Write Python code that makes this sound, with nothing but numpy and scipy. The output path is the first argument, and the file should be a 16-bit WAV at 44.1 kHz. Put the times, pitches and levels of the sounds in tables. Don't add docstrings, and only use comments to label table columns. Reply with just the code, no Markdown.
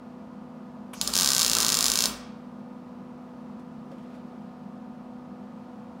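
import sys
import numpy as np
from scipy import signal
from scipy.fft import rfft, irfft
from scipy.io import wavfile
from scipy.ndimage import uniform_filter1d, minimum_filter1d

SR = 44100
rng = np.random.default_rng(int(sys.argv[2]) if len(sys.argv) > 2 else 0)


def bounce(signal):
    frames = np.transpose(np.atleast_2d(signal))
    limited = np.clip(frames, -1, 1)
    pcm = np.round(limited * 32767).astype(np.int16)
    wavfile.write(sys.argv[1], SR, pcm)


N = 264585
T = np.arange(N) / SR
TRIGGER_S, STRIKE_S, HOT_S, STOP_S = .932, 1.013, 1.15, 2.064
BURST_DB = -4.3

# f/Hz, level/dB, gain once the welder sits up out of their path/dB
FAN_TONES = [(215.3, -55, 0), (247.6, -45.8, 0), (495.3, -56.5, -1), (543.7, -64, 0), (656.8, -69, 0),
             (742.9, -66, 7), (882.9, -70, 0), (990.5, -65, -4), (1238, -65.2, 0), (1437, -74, 0),
             (1733, -79, 0), (1981, -83, 0)]
# f/Hz, level/dB
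FAN_AIR_SPECTRUM = [(25, -35.5), (45, -18), (55, -16), (110, -9.5), (290, -4.5), (430, -12.5), (700, -9.5),
                    (1250, -15), (1550, -23.5), (2100, -29), (2700, -30), (3400, -34), (4700, -36),
                    (7000, -43), (15500, -54)]
# f/Hz, width/Hz, level/dB
CASE_MODES = [(157.8, 11, -57), (193.6, 25, -51), (215, 21, -49), (375, 18, -65.5), (677, 39, -65.5),
              (917, 17, -68)]
# f/Hz, level/dB
GAS_SPECTRUM = [(300, 1), (1000, 10.5), (1600, 5.5), (2300, 7), (3300, 3.5), (4000, -6), (6500, -9),
                (9500, 2.5), (12000, -3), (15500, -14)]
# f/Hz, level/dB
FEED_SPECTRUM = [(1000, -25), (3500, -11.5), (5200, 1), (6800, 0), (8000, -15), (15500, -26)]
# f/Hz, level/dB
ROOM_SPECTRUM = [(60, -12), (118, -9), (155, 6), (350, -3.5), (600, -2.5), (800, -4), (1200, .5),
                 (1550, -2.5), (1750, -6.5), (1900, -2), (2060, -9), (2280, -1), (2450, -4.5), (2720, -2),
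                 (2960, -6.5), (3250, -.5), (3600, -4), (3900, -2.5), (4200, -6), (4500, -1), (4720, -6),
                 (5080, .5), (5400, -2.5), (6200, -2), (7100, -3), (7700, -.5), (8250, -2), (8800, -1),
                 (9500, -7), (12000, -3.5), (13000, -7.5), (15000, -7.5)]
# f/Hz, T60/s
ROOM_DECAY = [(200, .6), (2000, .78), (4500, .53), (6000, .49), (8500, .29), (14000, .23)]
# t/s, level/dB
HUM_CONTOUR = [(.97, -64.5), (1.09, -50), (1.18, -62), (1.27, -52), (1.34, -62), (1.47, -54), (1.63, -49),
               (1.7, -69), (1.89, -48), (1.99, -59.5), (2.1, -51), (2.21, -58), (2.35, -76)]
# t/s, level/dB
STUBS = [(1.0139, -4.5), (1.0758, -7.3), (1.138, -9.8), (1.3941, -4), (1.4002, -6), (1.4123, -5),
         (1.4183, -3), (1.4808, -10), (1.6116, -8), (1.6235, -10), (1.6303, -7), (1.6912, -5), (1.702, -6),
         (1.7218, -5), (1.7293, -11), (1.7434, -4), (1.7518, -7), (1.8427, -4), (1.857, -4), (1.9383, -10),
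         (1.9568, -4), (1.9751, -9)]
# first t/s, last t/s, number of bursts
STEADY_RUNS = [(1.1548, 1.2324, 8), (1.246, 1.3188, 6), (1.3339, 1.3811, 4), (1.431, 1.464, 3),
               (1.4978, 1.6038, 7), (1.6478, 1.6836, 3), (1.7707, 1.8268, 4), (1.865, 1.918, 4),
               (1.9895, 2.0568, 5)]
# f/Hz, level/dB
CRACK_SPECTRUM = [(100, -28), (450, -24), (1300, -13), (2000, -18), (2800, -11), (3900, -2.2), (5300, 0),
                  (6000, -2.5), (6800, .3), (7600, -6), (8300, -13), (9000, -5.5), (9700, -8.5),
                  (11000, -7), (12900, -21), (13600, -15), (15500, -16)]
# delay t/ms, level/dB, centre f/Hz, width of each filter pass/Hz
REFLECTIONS = [(1.7, -13, 4800, 3000), (2.4, -4, 1000, 900), (3.7, -6, 8000, 1400), (4.0, -8, 14500, 4000),
               (4.9, -8, 14000, 4000), (5.0, -14, 3800, 2600), (5.2, -4, 8400, 1200),
               (7.7, -18, 5800, 12000), (10.8, -19, 5000, 5000), (12.4, -18, 5500, 7000)]
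# f/Hz, T60/s, relative level/dB
PANEL_MODES = [(1060, .08, -4), (1170, .12, 1), (1540, .3, -1), (1610, .12, -5), (1900, .12, -6),
               (2729, .3, .5), (3090, .3, -3), (3252, .2, -2), (3467, .2, -4), (3747, .3, -3),
               (3892, .18, 2.5), (4005, .3, -2), (4156, .3, -4), (4400, .12, -3), (4500, .2, -1),
               (4554, .3, -1), (4818, .25, -2), (5080, .08, 7), (5389, .2, -2), (5642, .25, 0),
               (5749, .25, -2), (5911, .3, -2), (6675, .15, 1), (7709, .15, -4), (8436, .12, -5),
               (8818, .08, -2)]
# f/Hz, level/dB
SIDE_SPECTRUM = [(4800, -70), (5300, 2), (8000, -3), (10500, 0), (13000, -5)]
# centre t/s, half length/s, level/dB
POOL_SURGES = [(1.034, 0.0066, -43), (1.087, .02, -39), (1.224, 0.016, -36), (1.573, 0.016, -35),
               (1.7, 0.2, -43.5), (2.051, 0.016, -40.5)]
# f/Hz, level/dB
POOL_SPECTRUM = [(100, -10.5), (140, 0), (300, -5.5), (430, -1), (620, 0.5), (850, -5), (1180, 1.5),
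                 (1600, -5.5), (2000, -11), (5000, -24.5), (15500, -38)]
# t/s, level/dB, decay/s, relative thud level/dB, relative tick level/dB
GEAR_KNOCKS = [(3.592, -63.5, .015, -12, -5), (3.913, -54, .018, 15, -30), (3.979, -59.5, .015, 9, -24),
               (4.145, -66, .028, -5, -14)]
# f/Hz, level/dB
TICK_SPECTRUM = [(1500, -20), (4500, -2), (7500, 0), (11000, -5), (15500, -18)]
# centre t/s, half length/s, level/dB
GEAR_RUBS = [(4.04, .07, -66), (4.145, .05, -62.5), (4.5, .2, -72)]
# f/Hz, level/dB
SCUFF_SPECTRUM = [(300, 3.5), (1200, 6), (3500, -1.5), (6000, -10.5), (11000, -19), (15500, -26)]


def undb(db):
    return 10 ** (np.asarray(db) / 20)


def level(x, db=0):
    return x * undb(db) / np.sqrt(np.mean(x ** 2))


def unit_energy(response):
    return response / np.sqrt(np.sum(response ** 2))


def over_pitch(rows, hz):
    f, value = np.transpose(rows)
    return np.interp(np.log(np.maximum(hz, 1)), np.log(f), value)


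def tint(x, spectrum):
    f = np.fft.rfftfreq(len(x), 1 / SR)
    return irfft(rfft(x) * undb(over_pitch(spectrum, f)), len(x))


def hiss(spectrum):
    return level(tint(rng.standard_normal(N), spectrum))


def resonance(hz, width_hz):
    f = np.fft.rfftfreq(N, 1 / SR)
    return level(irfft(rfft(rng.standard_normal(N)) / (1 + ((f - hz) / width_hz) ** 2) ** 2, N))


def wander(rate_hz):
    hold = int(SR / rate_hz)
    steps = np.repeat(rng.standard_normal(N // hold + 1), hold)
    return level(uniform_filter1d(steps, hold)[:N])


def envelope(start, stop, attack_s, decay_s):
    return np.clip((T - start) / attack_s, 0, 1) * np.exp(-np.maximum(T - stop, 0) / decay_s)


def swells(rows):
    return sum(undb(db) * np.exp(-((T - s) / half_s) ** 2) for s, half_s, db in rows)


def kicks(times, sizes, length=N):
    return np.bincount(np.clip(np.round(times * SR).astype(int), 0, length - 1), sizes, length)


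def through(x, response):
    return signal.fftconvolve(x, response)[:N]


def fan(air_db=-50, drift=.0007, flutter_db=.74, sway_db=.3, sits_up_s=(4.0, 4.3)):
    rotor_time = np.cumsum(1 + drift * wander(3)) / SR
    upright = np.interp(T, sits_up_s, (0, 1))
    tones = 0
    for hz, db, gained_db in FAN_TONES:
        tone = np.sin(2 * np.pi * (hz * rotor_time + rng.random())) * undb(flutter_db * wander(3))
        tones += level(tone, db) * undb(gained_db * upright)
    boom = sum(undb(db) * resonance(hz, width) for hz, width, db in CASE_MODES)
    air = undb(air_db + sway_db * wander(5)) * hiss(FAN_AIR_SPECTRUM)
    return tones + boom + air


def gas_jet(puff_db=-39, flow_db=-66, valve_s=.0027, hold_s=.009):
    puff = undb(puff_db) * envelope(TRIGGER_S, TRIGGER_S + hold_s, valve_s, decay_s=.0069)
    flow = undb(flow_db) * envelope(TRIGGER_S, STOP_S, valve_s, decay_s=.01)
    return hiss(GAS_SPECTRUM) * (puff + flow)


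def wire_feed(db=-50.5, flicker_db=1.6):
    speed = envelope(TRIGGER_S, STOP_S, attack_s=.027, decay_s=.01)
    return speed * undb(db + flicker_db * wander(69)) * hiss(FEED_SPECTRUM)


def garage(build_s=.01, size=32768, bands=14):
    t, f = np.arange(size) / SR, np.fft.rfftfreq(size, 1 / SR)
    noise = rfft(rng.standard_normal(size)) * undb(over_pitch(ROOM_SPECTRUM, f))
    centres = np.geomspace(100, 16000, bands)
    tail = 0
    for hz, share in zip(centres, np.eye(bands)):
        t60 = over_pitch(ROOM_DECAY, hz)
        band = irfft(noise * over_pitch(np.c_[centres, share], f))
        tail += band * undb(-60 * t / t60) / np.sqrt(t60)
    return unit_energy(tail * (1 - np.exp(-(t / build_s) ** 2)))


def in_garage(direct, wet_db):
    return direct + undb(wet_db) * through(direct, garage())


def low_hum(hum_hz=58.3, waver_hz=.63):
    swell = undb(np.interp(T, *np.transpose(HUM_CONTOUR), left=-np.inf, right=-np.inf))
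    phase = 2 * np.pi * np.cumsum(hum_hz + waver_hz * wander(8)) / SR
    return level(np.sin(phase)) * swell


def steady_bursts(jitter_s=.0002, scatter_db=.6):
    times = np.concatenate([np.linspace(first, last, count) for first, last, count in STEADY_RUNS])
    timing, size = rng.standard_normal((len(times), 2)).T
    return list(zip(times + jitter_s * timing, BURST_DB + scatter_db * size))


def arc(touch_db=-22, touch_lead_s=.0019, jitter_s=.00025, split_s=.0004, split_db=-17):
    times, db = np.transpose(STUBS + steady_bursts())
    timing, second_size = rng.standard_normal((len(times), 2)).T
    touches = kicks(times - touch_lead_s + jitter_s * timing, undb(touch_db) * (times > HOT_S))
    first_snaps = kicks(times, undb(db))
    gaps = split_s * rng.uniform(.2, 1, len(times))
    second_snaps = kicks(times + gaps, undb(db + split_db) * second_size)
    return touches + first_snaps + second_snaps + spatter() + spits(times, db)


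def spatter(rate_hz=1500, db=-55, cold_db=12, cold_fade_s=.04, flicker_db=3, edge_s=.003):
    drops = (rng.random(N) < rate_hz / SR) * rng.standard_normal(N)
    cold = sum(envelope(s, s, edge_s, cold_fade_s) for s, _ in STUBS if s < HOT_S)
    burning = envelope(STRIKE_S, STOP_S, edge_s, edge_s)
    return level(drops, db) * burning * undb(cold_db * cold + flicker_db * wander(120))


def spits(times, burst_db, gain_db=-46, lead_s=.0007, width_s=.0019):
    weakness = kicks(times - lead_s, np.maximum(BURST_DB - burst_db, 0))
    tearing = signal.fftconvolve(weakness, signal.windows.gaussian(513, width_s * SR), "same")
    return undb(gain_db) * tearing * rng.standard_normal(N)


def crack_pulse(size=1024, dispersion_hz=4500):
    f = np.fft.rfftfreq(size, 1 / SR)
    cepstrum = irfft(np.log(undb(over_pitch(CRACK_SPECTRUM, f))))
    cepstrum[1:size // 2] *= 2
    cepstrum[size // 2 + 1:] = 0
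    compact = irfft(np.exp(rfft(cepstrum)))
    _, poles = signal.iirpeak(dispersion_hz, Q=1.5, fs=SR)
    pulse = signal.lfilter(poles[::-1], poles, compact)
    return pulse / np.abs(signal.hilbert(pulse)).max()


def panel(size=32768):
    t = np.arange(size) / SR
    modes = (undb(db - 60 * t / t60) / np.sqrt(t60) * np.sin(2 * np.pi * hz * t)
             for hz, t60, db in PANEL_MODES)
    return unit_energy(sum(modes))


def near_surfaces(size=1024):
    response = 0
    for ms, db, hz, width in REFLECTIONS:
        b, a = signal.iirpeak(hz, hz / width, fs=SR)
        echo = kicks(np.array([ms / 1000]), undb([db]), size)
        response += signal.lfilter(b, a, signal.lfilter(b, a, echo))
    return response


def directed_reverb(excitation, swing_rad=.7):
    aim = swing_rad * wander(60)
    return through(excitation * np.cos(aim), garage()) + through(excitation * np.sin(aim), garage())


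def weld(excitation, direct_db=-.8, panel_db=-11.5, room_db=-8.3, side_samples=2048):
    crack = crack_pulse()
    strength = np.linalg.norm(crack)
    direct = through(excitation, crack)
    echoes = through(direct, near_surfaces())
    polarity = np.sign(wander(200))
    ring = undb(panel_db) * strength * through(excitation * polarity, panel())
    room = undb(room_db) * strength * directed_reverb(excitation)
    side = undb(room_db) * strength * through(excitation, garage()[:side_samples])
    return undb(direct_db) * direct + echoes + ring + room, tint(side, SIDE_SPECTRUM)


def pool(flicker_db=1):
    return hiss(POOL_SPECTRUM) * swells(POOL_SURGES) * undb(flicker_db * wander(150))


def helmet(shell_hz=550, contact_s=.0036, roughness_db=1.4):
    scuff, shell = hiss(SCUFF_SPECTRUM), resonance(shell_hz, width_hz=110)
    rubbing = scuff * swells(GEAR_RUBS) * undb(roughness_db * wander(70))
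    tick = hiss(TICK_SPECTRUM)
    knocks = 0
    for s, db, decay_s, thud_db, tick_db in GEAR_KNOCKS:
        timbre = scuff + undb(thud_db) * shell + undb(tick_db) * tick
        knocks += undb(db) * envelope(s, s + contact_s, contact_s, decay_s) * timbre
    return rubbing + knocks


def scene():
    cracks, side = weld(arc())
    sputter = in_garage(pool(), wet_db=-3)
    torch = in_garage(gas_jet() + wire_feed(), wet_db=-9)
    mid = cracks + sputter + torch + low_hum() + fan() + helmet()
    return np.array([mid + side, mid - side])


def record(dry, ceiling=.68, window_samples=45, cutoff_hz=15600):
    needed_gain = ceiling / np.maximum(np.abs(dry).max(axis=0), ceiling)
    gain = uniform_filter1d(minimum_filter1d(needed_gain, window_samples), window_samples)
    lowpass = signal.ellip(7, .1, 60, cutoff_hz, fs=SR, output="sos")
    return signal.sosfilt(lowpass, dry * gain)


dry = scene()
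out = record(dry)
bounce(out)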